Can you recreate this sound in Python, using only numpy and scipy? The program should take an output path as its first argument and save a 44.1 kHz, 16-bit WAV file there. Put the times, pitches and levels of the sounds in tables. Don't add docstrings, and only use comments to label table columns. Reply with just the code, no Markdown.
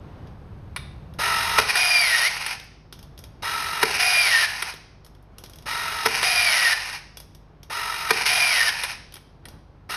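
import sys
import numpy as np
from scipy import signal
from scipy.fft import rfft, irfft
from scipy.io import wavfile

SR = 44100
rng = np.random.default_rng(int(sys.argv[2]) if len(sys.argv) > 2 else 0)


def to_wav(s):
    ch = np.atleast_2d(s).T
    pcm = np.round(np.clip(ch, -1, 1) * 32767)
    wavfile.write(sys.argv[1], SR, pcm.astype(np.int16))


N = 439236
BRAKE_S = 0.015


def amp(db):
    return 10 ** (np.asarray(db) / 20)


def unit(x):
    return x / np.sqrt(np.mean(x ** 2) + 1e-20)


def read(points, hz):
    table_hz, values = np.transpose(points)
    return np.interp(np.log(hz + 1), np.log(table_hz + 1), values)


def add(mix, start, sound):
    part = mix[max(round(start * SR), 0):][:len(sound)]
    part += sound[:len(part)]


def gate(t, rise_s=0.0068, fall_s=0.0034):
    return np.clip(np.minimum(t / rise_s, (t[-1] - t) / fall_s), 0, 1)


def bump(t, half_length):
    return np.exp(-(t / half_length) ** 2)


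def wander(size, cutoff_hz):
    hz = np.fft.rfftfreq(2 ** 16, 1 / SR)
    spectrum = rfft(rng.standard_normal(2 ** 16)) / (1 + (hz / cutoff_hz) ** 4)
    return np.resize(unit(irfft(spectrum)), size)


def chatter(size, per_s, spread_db):
    strength = amp(spread_db * np.minimum(rng.exponential(1, size), 4))
    return unit(strength * rng.choice([-1, 1], size) * (rng.random(size) < per_s / SR))


def colour(x, spectrum):
    log_gain = np.log(amp(read(spectrum, abs(np.fft.fftfreq(2048, 1 / SR)))))
    taps = np.fft.ifft(np.exp(np.conj(signal.hilbert(log_gain)))).real[:1024]
    return signal.oaconvolve(x, taps)[:len(x)]


def brighten(spectrum, treble_db):
    return [(hz, db + treble_db * np.clip(np.log2(hz / 4500), 0, 1)) for hz, db in spectrum]


def resonate(x, hz, width_hz):
    return signal.lfilter(*signal.iirpeak(hz, hz / width_hz, SR), x)


def ring(modes, t):
    return sum(amp(db - 60 * t / t60) * np.sin(2 * np.pi * (hz * t + rng.random()))
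               for hz, db, t60 in modes)


def background(rumble_db=-54, rustle_db=-56, edge_s=0.029):
    # (start [s], length [s], rumble [dB], rustle [dB])
    swells = [(0, 0.36, -42, -47.5), (0.352, 1.34, -42, -51.5), (2.95, 1.08, -49, -56.5),
              (5.309, 1.2, -51.5, -56), (8.102, .35, -54.5, -55), (9.44, 0.15, -48.5, -52)]
    # (frequency [Hz], density [dB])
    rumble_spectrum = [(18, -8.5), (32, -4.5), (48, 7.5), (80, 9.5), (140, 5.5), (200, -0.5), (400, -48)]
    rustle_spectrum = [(100, -2), (250, 1.5), (550, -4), (1000, -7), (2000, -18), (5000, -29),
                       (9000, -46.5), (14000, -47)]
    # (frequency [Hz], rms level [dB])
    harmonics = [(49.5, -55), (99, -61.5), (149, -59.5)]
    t = np.arange(N) / SR
    rumble_rms, rustle_rms = amp(rumble_db), amp(rustle_db)
    for start, length, low_db, high_db in swells:
        swell = (np.tanh((t - start) / edge_s) - np.tanh((t - start - length) / edge_s)) / 2
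        rumble_rms = np.hypot(rumble_rms, amp(low_db) * swell)
        rustle_rms = np.hypot(rustle_rms, amp(high_db) * swell)
    rumble = rumble_rms * unit(colour(rng.standard_normal(N), rumble_spectrum))
    rustle = rustle_rms * unit(colour(rng.standard_normal(N), rustle_spectrum))
    hum = sum(amp(db) * np.sin(2 * np.pi * hz * t + 0.76 * wander(N, 3.8)) for hz, db in harmonics)
    return rumble + rustle + np.sqrt(2) * hum


def strike(spectrum, contact_s, buzz_db, buzz_s, rise_s=0.00088):
    t = np.arange(SR // 8) / SR
    decay = np.exp(-t / contact_s) + amp(buzz_db) * np.exp(-t / buzz_s)
    attack = 1 - np.exp(-t / rise_s)
    tick = colour(attack * decay * rng.standard_normal(len(t)), spectrum)
    return tick / (3 * np.std(tick[:SR // 250]))


def clink(start, peak_db, bright_db, neutral_db=-7):
    # (frequency [Hz], density [dB])
    contact_spectrum = [(120, -30), (240, -2.5), (420, -5), (700, -6.5), (2740, -8), (3440, -1), (4150, -8),
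                        (5330, -0.5), (6520, -7), (7390, -15), (11000, -2), (14000, -7)]
    spectrum = brighten(contact_spectrum, bright_db - neutral_db)
    tick = strike(spectrum, contact_s=0.0013, buzz_db=-18, buzz_s=0.017, rise_s=0.001)
    return start, amp(peak_db) * tick


def knock(start, peak_db, treble_db):
    # (frequency [Hz], density [dB])
    contact_spectrum = [(180, -53), (300, -15), (2000, 1.5), (3090, -6.5), (5330, -10), (6580, -24.5),
                        (7240, -40), (7970, -17.5), (10100, -8), (14000, -29.5)]
    spectrum = brighten(contact_spectrum, treble_db)
    return start, amp(peak_db) * strike(spectrum, contact_s=0.0017, buzz_db=-8.5, buzz_s=0.009)


def spike(start, level_db):
    # (frequency [Hz], level [dB], T60 [s])
    modes = [(1300, -6, .2), (2166, -8, 0.25), (3550, -0.5, 0.38), (3670, -2.5, 0.4), (3840, -12, .45),
             (4000, -6.5, .35), (4250, -0.5, 0.11), (6000, -18, .28), (9600, -19, 0.32)]
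    t = np.arange(SR // 2) / SR
    return start, amp(level_db) * sum(ring([mode], t) * wander(len(t), 57) for mode in modes)


def feed(start, level_db, gears_db, length=0.419, roller_hz=46.2, scrape_db=-2, fade_db_per_s=4):
    # (frequency [Hz], density [dB])
    scrape_spectrum = [(150, -54), (250, -26), (571, -22), (914, -9), (1140, -10), (1320, -2.5),
                       (1520, -9.5), (1820, -4), (3230, -14.5), (5180, -16), (6670, -21), (7260, -45),
                       (7760, -27), (9500, -16.5), (14000, -25)]
    # (frequency [Hz], bandwidth [Hz], gain [dB])
    guide_modes = [(417, 33, 7), (710, 140, 1), (1230, 320, -5), (2710, 430, -3.5), (3870, 320, 1.5),
                   (5144, 380, 4)]
    # (multiple of the roller's rate [1], level [dB])
    orders = [(14.1, -14.5), (20, -7), (28.1, -1.5), (29, -7.5), (40, -7.5), (43, -8.5), (60.5, -11.5)]
    spin_up_s, overshoot, settle_s, sag_per_s = 0.014, 0.085, 0.075, 0.022
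    t = np.arange(0, length, 1 / SR)
    size, from_middle = len(t), t - t[-1] / 2
    spin_up = 1 - np.exp(-t / spin_up_s)
    speed = spin_up * (1 + overshoot * np.exp(-t / settle_s) - sag_per_s * from_middle)
    turns = np.cumsum(roller_hz * speed * (1 + 0.0036 * wander(size, 40))) / SR
    throb = 1 + 0.22 * np.cos(2 * np.pi * turns)
    scrape = colour(chatter(size, per_s=6000, spread_db=0.92) * throb, scrape_spectrum)
    scrape = unit(scrape + sum(amp(db) * resonate(scrape, hz, width) for hz, width, db in guide_modes))
    tones = sum(amp(db) * np.sin(2 * np.pi * order * turns) * (1 + 0.33 * wander(size, 50))
                for order, db in orders)
    pinch_db = 8 * bump(t - t[-1], 0.027)
    envelope = np.sqrt(gate(t, rise_s=0.022)) * amp(level_db - fade_db_per_s * from_middle + pinch_db)
    return start, envelope * (amp(scrape_db) * scrape + amp(gears_db) * tones * throb)


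def cut(time, level_db, thump_db, crack_db, housing_db=-6, shear_s=0.004, lead_s=0.0005):
    # (frequency [Hz], density [dB])
    crack_spectrum = [(88, -52.5), (150, -10.5), (380, -14), (659, -6.5), (945, -2), (2060, 0.5),
                      (3190, -10), (5420, -8.5), (7340, -28), (8230, -18.5), (9760, -15.5), (11800, -16),
                      (14000, -42.5)]
    # (frequency [Hz], level [dB], T60 [s])
    housing_modes = [(243, -17, 0.12), (354, -8.5, .04), (390, -6.5, 0.051), (448, -4.5, .07),
                     (972, -2, 0.041), (1220, -2.5, .036)]
    t = np.arange(SR // 4) / SR
    shear = (t / shear_s) ** 2 * np.exp(2 - 2 * t / shear_s)
    crack = colour(shear * rng.standard_normal(len(t)), crack_spectrum)
    crack /= 2.66 * np.std(crack[:SR // 100])
    thump = ring(housing_modes, t) * (1 - bump(t, 0.006))
    return time - lead_s, amp(level_db) * (amp(crack_db) * crack + amp(housing_db + thump_db) * thump)


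def gear_case(x):
    # (frequency [Hz], bandwidth [Hz], gain [dB])
    case_modes = [(422, 44, -4.5), (696, 90, -2.5), (1400, 84, -11), (3040, 160, -11.5), (4890, 300, -7.5)]
    lifted = x + sum(amp(db) * resonate(x, hz, width) for hz, width, db in case_modes)
    return unit(lifted - resonate(lifted, hz=3350, width_hz=150))


def free_run(size, shake_db=1, lurch_db=1.6, case_share=0.28):
    # (frequency [Hz], density [dB])
    rattle_spectrum = [(150, -54.5), (250, -27.5), (451, -18), (631, -13), (773, -1.5), (1200, -5),
                       (2510, 2.5), (3400, -10.5), (5270, -3.5), (6560, -14.5), (7260, -35.5),
                       (8030, -18.5), (10200, -11.5), (12200, -18.5), (14000, -49)]
    impacts = chatter(size, per_s=3000, spread_db=2.7)
    flicker = amp(shake_db * wander(size, 130) + lurch_db * wander(size, 35.3))
    rattle = unit(colour(impacts * flicker, rattle_spectrum))
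    return unit((1 - case_share) * rattle + case_share * gear_case(rattle))


def close_hook(cut_s, gain_db=-1):
    # (time after the cut [s], relative level [dB])
    contour = [(.022, -24), (.045, -28.5), (.09, -25), (.122, -20.5), (.146, -28), (.175, -25)]
    times, levels_db = np.transpose(contour)
    t = np.arange(0, times[-1] - times[0], 1 / SR)
    envelope = gate(t) * amp(np.interp(t + times[0], times, levels_db) + gain_db)
    return cut_s + times[0], envelope * free_run(len(t))


def whine(mesh_hz, teeth, tone_db, octave_db, case_hz=4800, case_half_width_hz=750):
    # (multiple of the mesh rate [1], level re the whine [dB])
    side_orders = [(.59, -21.5), (.87, -16.5), (1.45, -20.5), (2.28, -19)]
    stage_ratio, stage_db = 0.297, -31.5
    size = len(teeth)
    speed = mesh_hz / mesh_hz.max()
    flutter = 0.18 + 0.55 * (1 - speed)
    fundamental = np.sin(2 * np.pi * teeth + flutter * wander(size, 140))
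    fundamental *= 1 + flutter * wander(size, 140)
    near_case = 1 / (1 + ((2 * mesh_hz - case_hz) / case_half_width_hz) ** 2)
    octave = np.sin(4 * np.pi * teeth) * near_case * (1 + flutter * wander(size, 140))
    stage = np.sin(2 * np.pi * stage_ratio * teeth + 0.9 * wander(size, 60))
    stage *= 1 + 0.4 * wander(size, 70)
    sides = sum(amp(db) * np.sin(2 * np.pi * order * teeth) * wander(size, 40)
                for order, db in side_orders)
    tones = fundamental + amp(octave_db) * octave + sides
    return amp(tone_db) * tones + amp(stage_db) * speed ** 8 * stage


def gear_train(mesh_hz, tone_db, octave_db, grind_db, teeth_per_click=16.3, clutch_db=-32, rub_db=-5):
    # (frequency [Hz], density [dB])
    clutch_spectrum = [(1000, -21.5), (3000, -6.5), (5500, -8), (8200, -11), (9400, 4), (10700, 7),
                       (11600, -2.5), (12500, -11), (14000, -11)]
    grind_spectrum = [(150, -31), (300, -31.5), (430, -18.5), (570, -17.5), (700, -5.5), (880, -6),
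                      (1450, -0.5), (2200, 4.5), (2900, 0.5), (4300, -4.5), (5400, 0), (6700, -15),
                      (14000, -20)]
    uneven_db, lurch_db, jolt_s = 2, 0.6, 0.0014
    size = len(mesh_hz)
    teeth = np.cumsum(mesh_hz * (1 + 0.00202 * wander(size, 90))) / SR
    click_count = np.floor(np.maximum.accumulate(teeth / teeth_per_click + 0.1 * wander(size, 70)))
    clicks = np.diff(click_count, prepend=click_count[0]) * amp(uneven_db * wander(size, 150))
    rub = amp(rub_db) * chatter(size, per_s=3000, spread_db=5.9)
    clutch = unit(colour(unit(clicks) + rub, clutch_spectrum))
    jolts = 1 + 0.41 * signal.lfilter([1], [1, -np.exp(-1 / (jolt_s * SR))], clicks)
    impacts = chatter(size, per_s=3500, spread_db=1.9) * jolts * amp(lurch_db * wander(size, 47))
    grinding = gear_case(colour(impacts, grind_spectrum))
    return whine(mesh_hz, teeth, tone_db, octave_db) + amp(grind_db) * grinding + amp(clutch_db) * clutch


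def twist(start, length, bite_after, bite_s, drop_hz, whine_db, octave_db, strain_db, grind_db):
    # (time [s], half length [s], mesh rise [Hz], whine change [dB])
    slips = [(2.186, .014, 101, -13), (2.313, .054, 770, 9.5), (4.409, .017, 176, -9.5),
             (6.635, .016, 80, 1), (6.709, 0.013, 135, -6), (8.649, 0.02, 191, -8.5)]
    unloaded_hz, sag_hz_per_s = 2364, 450
    strain_hz, strain_half_width_hz = 1789, 59
    slip_lead_s = 0.0051
    t = np.arange(0, length, 1 / SR)
    load = 1 / (1 + np.exp((bite_after - t) / bite_s))
    mesh_hz = unloaded_hz - sag_hz_per_s * (t - bite_after) - drop_hz * load
    mesh_hz -= 130.8 * np.exp(-t / 0.03)
    mesh_hz -= 90 * np.exp((t - length) / 0.025)
    seating_db = -8 * np.exp(-t / 0.06)
    tone_db = whine_db + 2 + seating_db - 3 * load + 1.56 * wander(len(t), 30)
    for time, half_length, rise_hz, change_db in slips:
        from_slip = start + t - time
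        mesh_hz += rise_hz * bump(from_slip, half_length)
        tone_db += change_db * bump(from_slip + slip_lead_s, half_length)
    tone_db += strain_db / (1 + ((mesh_hz - strain_hz) / strain_half_width_hz) ** 2)
    snatch_db = 4 * np.exp(-t / 0.044)
    loaded_grind_db = grind_db + 1.28 + snatch_db + load
    gears = gear_train(mesh_hz, tone_db, octave_db - 4.5 * load, loaded_grind_db)
    return start, gate(t, rise_s=0.015, fall_s=BRAKE_S) * gears


def run_back(start, length, level_db, gain_db=-1, coast_s=0.036, coast_db=-13.5):
    t = np.arange(0, length + coast_s, 1 / SR)
    fade_db = coast_db * np.maximum(t - length, 0) / coast_s
    return start, gate(t) * amp(level_db + gain_db + fade_db) * free_run(len(t))


def room(x, tail_db, table_db=-11, table_s=0.0021, build_s=0.00097):
    # (frequency [Hz], T60 [s])
    decay_times = [(200, 0.96), (800, 0.56), (2500, 0.66), (5500, 0.72), (12000, 0.32)]
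    hz, t, noise = signal.stft(rng.standard_normal(SR), SR, nperseg=256)
    envelope = amp(-60 * t / read(decay_times, hz)[:, None]) * (1 - np.exp(-t / build_s))
    tail = signal.istft(noise * envelope, SR, nperseg=256)[1]
    response = amp(tail_db) * tail / np.linalg.norm(tail)
    response[round(table_s * SR)] += amp(table_db)
    return x + signal.fftconvolve(x, response)[:N]


def scene():
    # (time [s], nominal peak [dB], brightness [dB])
    clinks = [(0.2713, -46, -22), (1.138, -41.5, -14), (2.598, -29.5, -18), (2.6394, -39, -9),
              (2.9255, -26.5, -15.5), (2.9908, -36, -13), (3.028, -35.5, -12.5), (3.1772, -34.5, -13.5),
              (3.1898, -32, -9), (3.239, -31, -12.5), (4.739, -27.5, -14), (5.0469, -37, -7),
              (5.0636, -39, -13), (5.1497, -47, -18), (5.2254, -52, -2), (5.3832, -28.5, -7),
              (5.438, -27, -13.5), (5.46, -35, -16), (5.4969, -35, -10), (5.534, -35, -15),
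              (5.5577, -35.5, -6.5), (5.5857, -35, -13), (5.6237, -39, -12.5), (7.1712, -26, -11),
              (7.2015, -28.5, -9), (7.3486, -38, -10), (7.6311, -34, -15), (9.1227, -35, -15),
              (9.1402, -26, -5), (9.1554, -31.5, -18), (9.4849, -31.5, -12), (9.9069, -21.5, -15)]
    # (time [s], nominal peak [dB], extra treble [dB])
    knocks = [(0.762, -16.5, 1), (0.772, -25, -2), (1.755, -7.5, -0.5), (2.463, -15, 7.5), (4.623, -11, 1),
              (6.228, -9, 0), (8.835, -11.5, 4.5), (9.166, -33, 0), (9.454, -28.5, 4)]
    # (start [s], level [dB], gear tones re that level [dB])
    feeds = [(1.186, -23, -7), (3.422, -27.5, -8.5), (5.657, -28, -7.5), (7.698, -28.5, -8.5),
             (9.891, -29, -13)]
    # (time [s], level [dB], extra thump [dB], extra crack [dB])
    cuts = [(1.584, -3.5, -2, 0), (3.828, -5.5, 2.5, 0.5), (6.058, -7, 4, 0.5), (8.105, -4.5, -0.5, 0)]
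    # (start [s], length [s], bite delay [s], bite time constant [s],
    # mesh drop [Hz], whine [dB], octave [dB], strain [dB], grinding [dB], run-back [s], run-back [dB])
    twists = [(1.752, 0.54, 0.31, 0.026, 470.7, -22, -4, 1.5, -25.5, 0.25, -30.5),
              (3.985, .48, .305, .022, 519.3, -23.5, -5.5, 11, -24.5, 0.24, -32.5),
              (6.225, .523, .295, .031, 451, -24, -6.5, 10.5, -24.5, .22, -32.5),
              (8.25, 0.46, 0.29, 0.022, 531, -24.5, -9.5, 9.5, -24.5, 0.22, -31)]
    tool, touches = np.zeros((2, N))
    layers = (feed, feeds, tool), (cut, cuts, tool), (knock, knocks, touches), (clink, clinks, touches)
    for source, rows, mix in layers:
        for row in rows:
            add(mix, *source(*row))
    for cut_s, *_ in cuts:
        add(tool, *close_hook(cut_s))
    for start, length, *effort, back_s, back_db in twists:
        add(tool, *twist(start, length, *effort))
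        add(tool, *run_back(start + length - BRAKE_S / 2, back_s, back_db))
    add(touches, *spike(start=0.762, level_db=-41))
    return (room(tool, tail_db=-9.5) + room(touches, tail_db=-10) + background())[None]


def record(dry, ceiling=0.68, cutoff_hz=14250):
    # (centre [Hz], half width [Hz])
    notches = [(7300, 398), (13550, 330)]
    limited = dry / (1 + (dry / ceiling) ** 6) ** (1 / 6)
    hz = np.fft.rfftfreq(N, 1 / SR)
    gain = np.prod([1 - np.exp(-((hz - centre) / width) ** 6) for centre, width in notches], axis=0)
    notched = irfft(rfft(limited) * gain, N)
    low_pass = signal.firwin(511, cutoff_hz, window=("kaiser", 9), fs=SR)
    return signal.oaconvolve(notched, low_pass[None], "same")


dry = scene()
out = record(dry)
to_wav(out)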